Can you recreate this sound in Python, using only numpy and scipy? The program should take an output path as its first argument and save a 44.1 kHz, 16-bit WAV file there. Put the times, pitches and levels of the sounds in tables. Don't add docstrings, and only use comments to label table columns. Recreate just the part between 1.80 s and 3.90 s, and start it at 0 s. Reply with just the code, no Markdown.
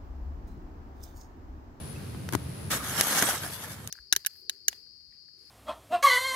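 import sys
import numpy as np
from scipy import signal
from scipy.fft import rfft, irfft
from scipy.io import wavfile

SR = 44100
rng = np.random.default_rng(int(sys.argv[2]) if len(sys.argv) > 2 else 0)


def dump_mix(stems):
    frames = np.atleast_2d(stems).T
    limited = np.clip(frames, -1, 1)
    pcm = np.round(limited * 32767).astype(np.int16)
    wavfile.write(sys.argv[1], SR, pcm)


N = 92610
T = np.arange(N) / SR
SWEEP_START_S, SWEEP_ATTACK_S = 0.9, 0.0039
GRAINS_PER_S, GRAIN_SPREAD_DB = 11000, 5.5


# (t/s, relative level/dB)
SWISH_LEVEL = [(.899,-39),(.908,-30.5),(.918,-26.5),(.95,-29.5),(.975,-35.5),(1.008,-41.5),(1.1,-33),(1.134,-34.5),(1.2,-27.5),(1.235,-29.5),(1.3,-29),(1.36,-27),(1.388,-27.5),(1.412,-29),(1.445,-31),(1.495,-29),(1.525,-32.5),(1.56,-32),(1.595,-40.5),(1.635,-38),(1.7,-42),(1.735,-36.5),(1.78,-45),(1.84,-38),(1.872,-47.5),(1.93,-41.5),(1.97,-51.5),(2.1,-52.5)]
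SCRAPE_LEVEL = [(.899,-36),(.917,-28),(.95,-31),(.98,-40),(1.12,-40.5),(1.2,-28),(1.24,-36),(1.38,-27.5),(1.41,-30.5),(1.435,-29),(1.465,-34.5),(1.49,-29.5),(1.55,-35.5),(1.595,-47.5),(1.635,-36),(1.72,-47.5),(1.81,-50),(1.845,-41.5),(1.88,-45),(2.1,-55.5)]
# (f/Hz, relative level/dB)
ROD_MODES = [(700,-9),(1045,-3),(1180,-9),(1331,-5.5),(1498,-3.5),(1622,0),(1689,2.5),(1816,-5),(2227,1)]
def sweep(swish_db=-0.5, scrape_db=-2, rod_db=-11.5):
    judder_db = 1.32 * drift(70)
    treble = from_db(in_time(SWISH_LEVEL)[0] + swish_db + judder_db)
    body = from_db(in_time(SCRAPE_LEVEL)[0] + scrape_db + judder_db)
    slips = grains(GRAINS_PER_S, GRAIN_SPREAD_DB)
    rod = sum(from_db(db) * ring(slips, hz, t60=0.15) * (-1) ** k for k, (hz, db) in enumerate(ROD_MODES))
    hiss = near_echoes(near_echoes(friction(*SWISH_SPECTRA)))
    scrape = friction(*SCRAPE_SPECTRA) + from_db(rod_db) * rms_one(rod) * pan(-3)
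    attack = np.clip((T - SWEEP_START_S) / SWEEP_ATTACK_S, 0, 1)
    return attack * (treble * hiss + body * scrape)


# (f/Hz, spectral level/dB)
SWISH_L = [(900,-28),(2000,-8.5),(2450,-14),(2900,-4.5),(3600,-3.5),(4400,-8),(6500,-7.5),(7400,-25),(8400,-10),(9400,-9.5),(10400,3),(11800,0),(13000,-4),(13600,-10),(15300,-15)]
SWISH_R = [(900,-28),(2000,-7),(2450,-13.5),(2900,-6.5),(3600,-5),(4400,-11),(5400,-5),(6100,-6.5),(6650,0.5),(7100,-9),(8300,-0.5),(9300,-10),(10300,-12),(11300,-16),(12100,-11.5),(15300,-24.5)]
SCRAPE_L = [(50,-27),(130,-6),(220,0.5),(480,-6.5),(750,-2.5),(1150,-4),(1700,-4),(2200,-6.5),(3500,-15)]
SCRAPE_R = [(50,-33),(130,-6),(220,0.5),(480,-6.5),(750,-2.5),(1050,-2),(1500,2),(1750,1.5),(2200,-6),(3500,-21.5)]
SWISH_SPECTRA, SCRAPE_SPECTRA = (SWISH_L, SWISH_R), (SCRAPE_L, SCRAPE_R)
# (f/Hz, correlation)
FRICTION_CORRELATION = [(100,1),(300,1),(700,1),(1300,0.31),(2400,0),(4400,0)]
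def friction(left, right):
    slips = [grains(GRAINS_PER_S, GRAIN_SPREAD_DB) for _ in range(2)]
    return stereo(slips, left, right, FRICTION_CORRELATION)


def rub(treble, body):
    return treble * friction(*SWISH_SPECTRA) + body * friction(*SCRAPE_SPECTRA)


def near_echoes(direct, count=10, gain=0.82, change_hz=7):
    echoes = np.zeros_like(direct)
    for echo, side in zip(echoes, direct):
        for lag_s in rng.uniform(0.0002, 0.003, count):
            echo += drift(change_hz) * np.interp(T - np.round(lag_s * SR) / SR, T, side)
    return (direct + gain * echoes / np.sqrt(count)) / np.sqrt(1 + gain ** 2)


# (t/s, treble level/dB, body level/dB, decay time/s)
SLIP_BURSTS = [(0.4904,-28,-28,0.0008),(0.5257,-26,-34,0.00033),(0.5348,-26.5,-28,0.0022),(0.5518,-20.5,-21,0.00095),(1.2108,-7.5,-21,0.001),(1.271,-22,-28,0.0025),(1.4241,-15,-23.5,0.0039),(1.46,-34,-40,0.0027),(1.488,-24,-24,0.0046),(2.075,-26,-47.5,0.0014)]
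def snags(rise_s=0.00042):
    treble = body = 0
    for onset, treble_db, body_db, decay_s in SLIP_BURSTS:
        burst = np.exp(-np.maximum((onset - T) / rise_s, (T - onset) / decay_s))
        treble += from_db(treble_db) * burst
        body += from_db(body_db) * burst
    return rub(treble, body)


# (t/s, level/dB, f/Hz, T60/s)
CRACK_TONES = [(.5247,-20,11500,.002),(1.2103,-10,1900,.005),(1.2104,-8,3630,.003),(1.2104,-7,6730,.0035),(1.2104,-8,11000,.002),(1.4243,-12,6400,.005),(1.4246,-14,1450,.012),(1.4246,-16,1800,.009),(1.4247,-22,700,.016)]
def cracks():
    return pings(CRACK_TONES, rise_s=0.00014, glide=0)


# (t/s, impulse level/dB, contact time/s)
GRIP_KNOCKS = [(.348,-34,0.00016),(0.4887,-27.5,0.00012),(0.5276,-26,0.00011),(0.5363,-19,0.00033),(0.551,-10,0.00022),(0.561,-18,0.002)]
# (f/Hz, level/dB, T60/s)
GRIP_MODES = [(134,-13,0.039),(302,-12.5,0.031),(366,-12,0.027),(700,-11.5,0.011),(1030,-5.5,0.0075),(1440,-10,0.005),(2100,-10.5,0.0053),(3200,-6,0.0045)]
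def grip(slide_s=0.544, slide_width_s=0.015):
    force = np.zeros(N)
    for onset, db, contact_s in GRIP_KNOCKS:
        pulse = np.exp(-(2 * (T - onset) / contact_s) ** 2)
        force += from_db(db) * pulse / (pulse.sum() + 1e-12)
    knocks = -sum(ring(force * from_db(db), hz, t60) for hz, db, t60 in GRIP_MODES)
    slide = np.exp(-((T - slide_s) / slide_width_s) ** 4)
    return high_pass(knocks, hz=90) * pan(6) + slide * rub(treble=from_db(-40.5), body=from_db(-36.5))


# (t/s, level/dB)
TEAR_LEVEL = [(.88,-86),(.93,-38.5),(1.0,-51),(1.2,-48),(1.38,-39.5),(1.45,-42.5),(1.65,-48),(2.1,-59)]
GURGLE_LEVEL = [(.9,-72),(.915,-34),(.955,-44),(.985,-54),(1.005,-40.5),(1.08,-46),(1.17,-40),(1.28,-40),(1.385,-39.5),(1.44,-47),(1.51,-44),(1.56,-41),(1.6,-56),(2.1,-64)]
def splash():
    tear = bubbles(cycles=15, low_hz=452, high_hz=1800) * from_db(in_time(TEAR_LEVEL)[0])
    gurgle = bubbles(cycles=51, low_hz=1176, high_hz=1896) * from_db(in_time(GURGLE_LEVEL)[0])
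    return tear * pan(-0.5) + gurgle * pan(-2)


def bubbles(cycles, low_hz, high_hz, per_s=260, count=20):
    pitches = np.geomspace(low_hz, high_hz, count)
    return rms_one(sum(ring(grains(per_s / count, spread_db=1.5), hz, cycles / hz) for hz in pitches))


# (t/s, level/dB, half length/s, f/Hz, bandwidth/Hz, pan/dB)
SPRAY_SURGES = [(0.95,-39,.02,6630,1500,-3),(1.36,-42,0.0062,4000,1500,4),(1.388,-25.5,0.013,6540,2200,-1.5),(1.39,-37,.01,11200,1500,8),(1.459,-31.5,0.012,8150,600,-5),(1.501,-34,0.014,5800,900,-3),(1.5,-34,0.01,10900,2000,5)]
def spray():
    out = 0
    for peak_s, db, half_s, hz, width_hz, pan_db in SPRAY_SURGES:
        t60 = np.log(1000) / (np.pi * width_hz)
        drops = [ring(grains(GRAINS_PER_S, GRAIN_SPREAD_DB), hz, t60) for _ in range(2)]
        surge = from_db(db) * np.exp(-((T - peak_s) / half_s) ** 2)
        out += rms_one(np.gradient(drops, axis=1)) * surge * pan(pan_db)
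    return out


def droplets(relative_db=-8.5):
    ticks = np.array([bubbles(cycles=5, low_hz=3000, high_hz=13000) for _ in range(2)])
    return ticks * from_db(in_time(SWISH_LEVEL)[0] + relative_db) * (T > SWEEP_START_S)


# (t/s, level/dB, f/Hz, T60/s)
PLOP_TONES = [(.158,-42,2600,0.047),(1.028,-33,254,0.078),(1.332,-24,1630,.04),(1.372,-21,800,.035),(1.383,-22,1524,.04),(1.424,-25,230,0.057),(1.486,-25.5,517,0.023),(1.487,-18.5,770,0.027),(1.488,-33,300,0.019),(1.502,-23,1454,.05),(1.633,-30,1530,0.039),(1.662,-36,660,0.035),(1.728,-37,4500,0.027),(1.84,-33,860,.025),(1.843,-32,1726,0.037)]
def plops():
    return pings(PLOP_TONES, rise_s=0.002, glide=0.032)


# (t/s, level/dB, f/Hz, phase flutter/rad)
CRICKET_SONG = [(0,-54.5,10040,.4),(.13,-53.5,10140,.4),(.145,-63.5,10400,1.5),(.3,-64,10300,1.1),(.38,-64,9850,1),(.52,-62.5,9880,1),(.62,-62.5,10150,1.1),(.79,-55,10050,0.54),(.9,-56,10100,0.61),(1.1,-55,9800,.6),(1.9,-83,9600,0.54)]
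def cricket(strokes_per_s=97, fall_hz=840):
    db, hz, flutter = in_time(CRICKET_SONG)
    stroke_rate = strokes_per_s * (1 + 0.013 * drift(1.5) + 0.05 * drift(60))
    stroke = np.cumsum(stroke_rate) / SR % 1
    phase = 2 * np.pi * np.cumsum(hz + fall_hz * (0.5 - stroke)) / SR + flutter * drift(330)
    chirps = np.abs(np.sin(np.pi * stroke)) ** 1.7 * np.sin(phase)
    return rms_one(chirps) * from_db(db + drift(40)) * pan(7.5)


# (t/s, level/dB)
RUMBLE_ENVELOPE = [(0,-38),(.13,-39.5),(.3,-38),(.42,-38),(.7,-39.5),(.76,-43.5),(.85,-37.5),(1.1,-40),(1.35,-48.5),(1.6,-47.5),(1.66,-40),(1.75,-48),(2.1,-44.5)]
AIR_ENVELOPE = [(0,-44.5),(.45,-46.5),(.85,-44.5),(1.3,-52),(2.1,-53.5)]
# (f/Hz, spectral level/dB)
RUMBLE_SPECTRUM = [(20,-34),(38,-54),(55,-14),(80,0.5),(135,-1),(200,-7.5),(300,-16.5),(500,-28.5),(1000,-60)]
AIR_SPECTRUM = [(150,3),(400,3),(800,-5),(1500,-7.5),(2300,-11),(2700,-11),(3300,-13.5),(4700,-12.5),(5700,-16.5),(6600,-17),(7200,-21),(8500,-17),(12000,-18),(13500,-20.5),(15300,-25)]
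# (f/Hz, correlation)
AMBIENT_CORRELATION = [(60,0.92),(150,0.95),(500,0.1),(2000,0.086),(8000,0.049)]
def outdoors():
    out = 0
    for envelope, spectrum in (RUMBLE_ENVELOPE, RUMBLE_SPECTRUM), (AIR_ENVELOPE, AIR_SPECTRUM):
        noise = stereo(rng.standard_normal((2, N)), spectrum, spectrum, AMBIENT_CORRELATION)
        out += from_db(in_time(envelope)[0]) * noise
    return out


def pings(rows, rise_s, glide):
    out = np.zeros(N)
    for onset, db, hz, t60 in rows:
        age = np.maximum(T - onset, 0)
        envelope = from_db(db - 60 * age / t60) * (1 - np.exp(-age / rise_s))
        out += envelope * np.sin(2 * np.pi * hz * age * (1 + glide * age / t60))
    return out


def ring(clicks, hz, t60):
    radius, angle = from_db(-60 / (t60 * SR)), 2 * np.pi * hz / SR
    return signal.lfilter([0, np.sin(angle)], [1, -2 * radius * np.cos(angle), radius ** 2], clicks + 1e-18)


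def grains(per_s, spread_db):
    sizes = from_db(spread_db * np.minimum(rng.exponential(1, N), 2)) * rng.choice([-1, 1], N)
    return sizes * (rng.random(N) < per_s / SR)


def drift(corner_hz):
    hz = np.arange(N // 2 + 1) * SR / N
    return rms_one(irfft(rfft(rng.standard_normal(N)) / (1 + (hz / corner_hz) ** 2), N))


def stereo(pair, left, right, correlation):
    mid, side = rfft(pair)
    alike = np.clip(at_hz(correlation), -1, 1)
    mid, side = mid * np.sqrt(1 + alike), side * np.sqrt(1 - alike)
    spectra = [(mid + side) * from_db(at_hz(left)), (mid - side) * from_db(at_hz(right))]
    return rms_one(irfft(spectra, N))


def pan(db):
    return from_db([[db], [-db]])


def high_pass(x, hz):
    return signal.sosfilt(signal.butter(2, hz, "high", fs=SR, output="sos"), x)


def in_time(rows):
    times, *columns = np.transpose(rows)
    return [np.interp(T, times, column) for column in columns]


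def at_hz(points):
    hz, value = np.transpose(points)
    return np.interp(np.log(np.arange(N // 2 + 1) * SR / N + 1), np.log(hz), value)


def from_db(db):
    return 10 ** (np.asarray(db) / 20)


def rms_one(x):
    return x / np.sqrt(np.mean(x ** 2) + 1e-20)


def scene():
    rod = sweep() + snags() + cracks() + grip()
    water = splash() + spray() + droplets() + plops()
    return rod + water + cricket() + outdoors()


def record(dry):
    rounded = np.tanh(high_pass(dry, hz=55))
    low_pass = signal.ellip(12, 0.1, 80, 15600, fs=SR, output="sos")
    return signal.sosfilt(low_pass, rounded)


dry = scene()
out = record(dry)
dump_mix(out)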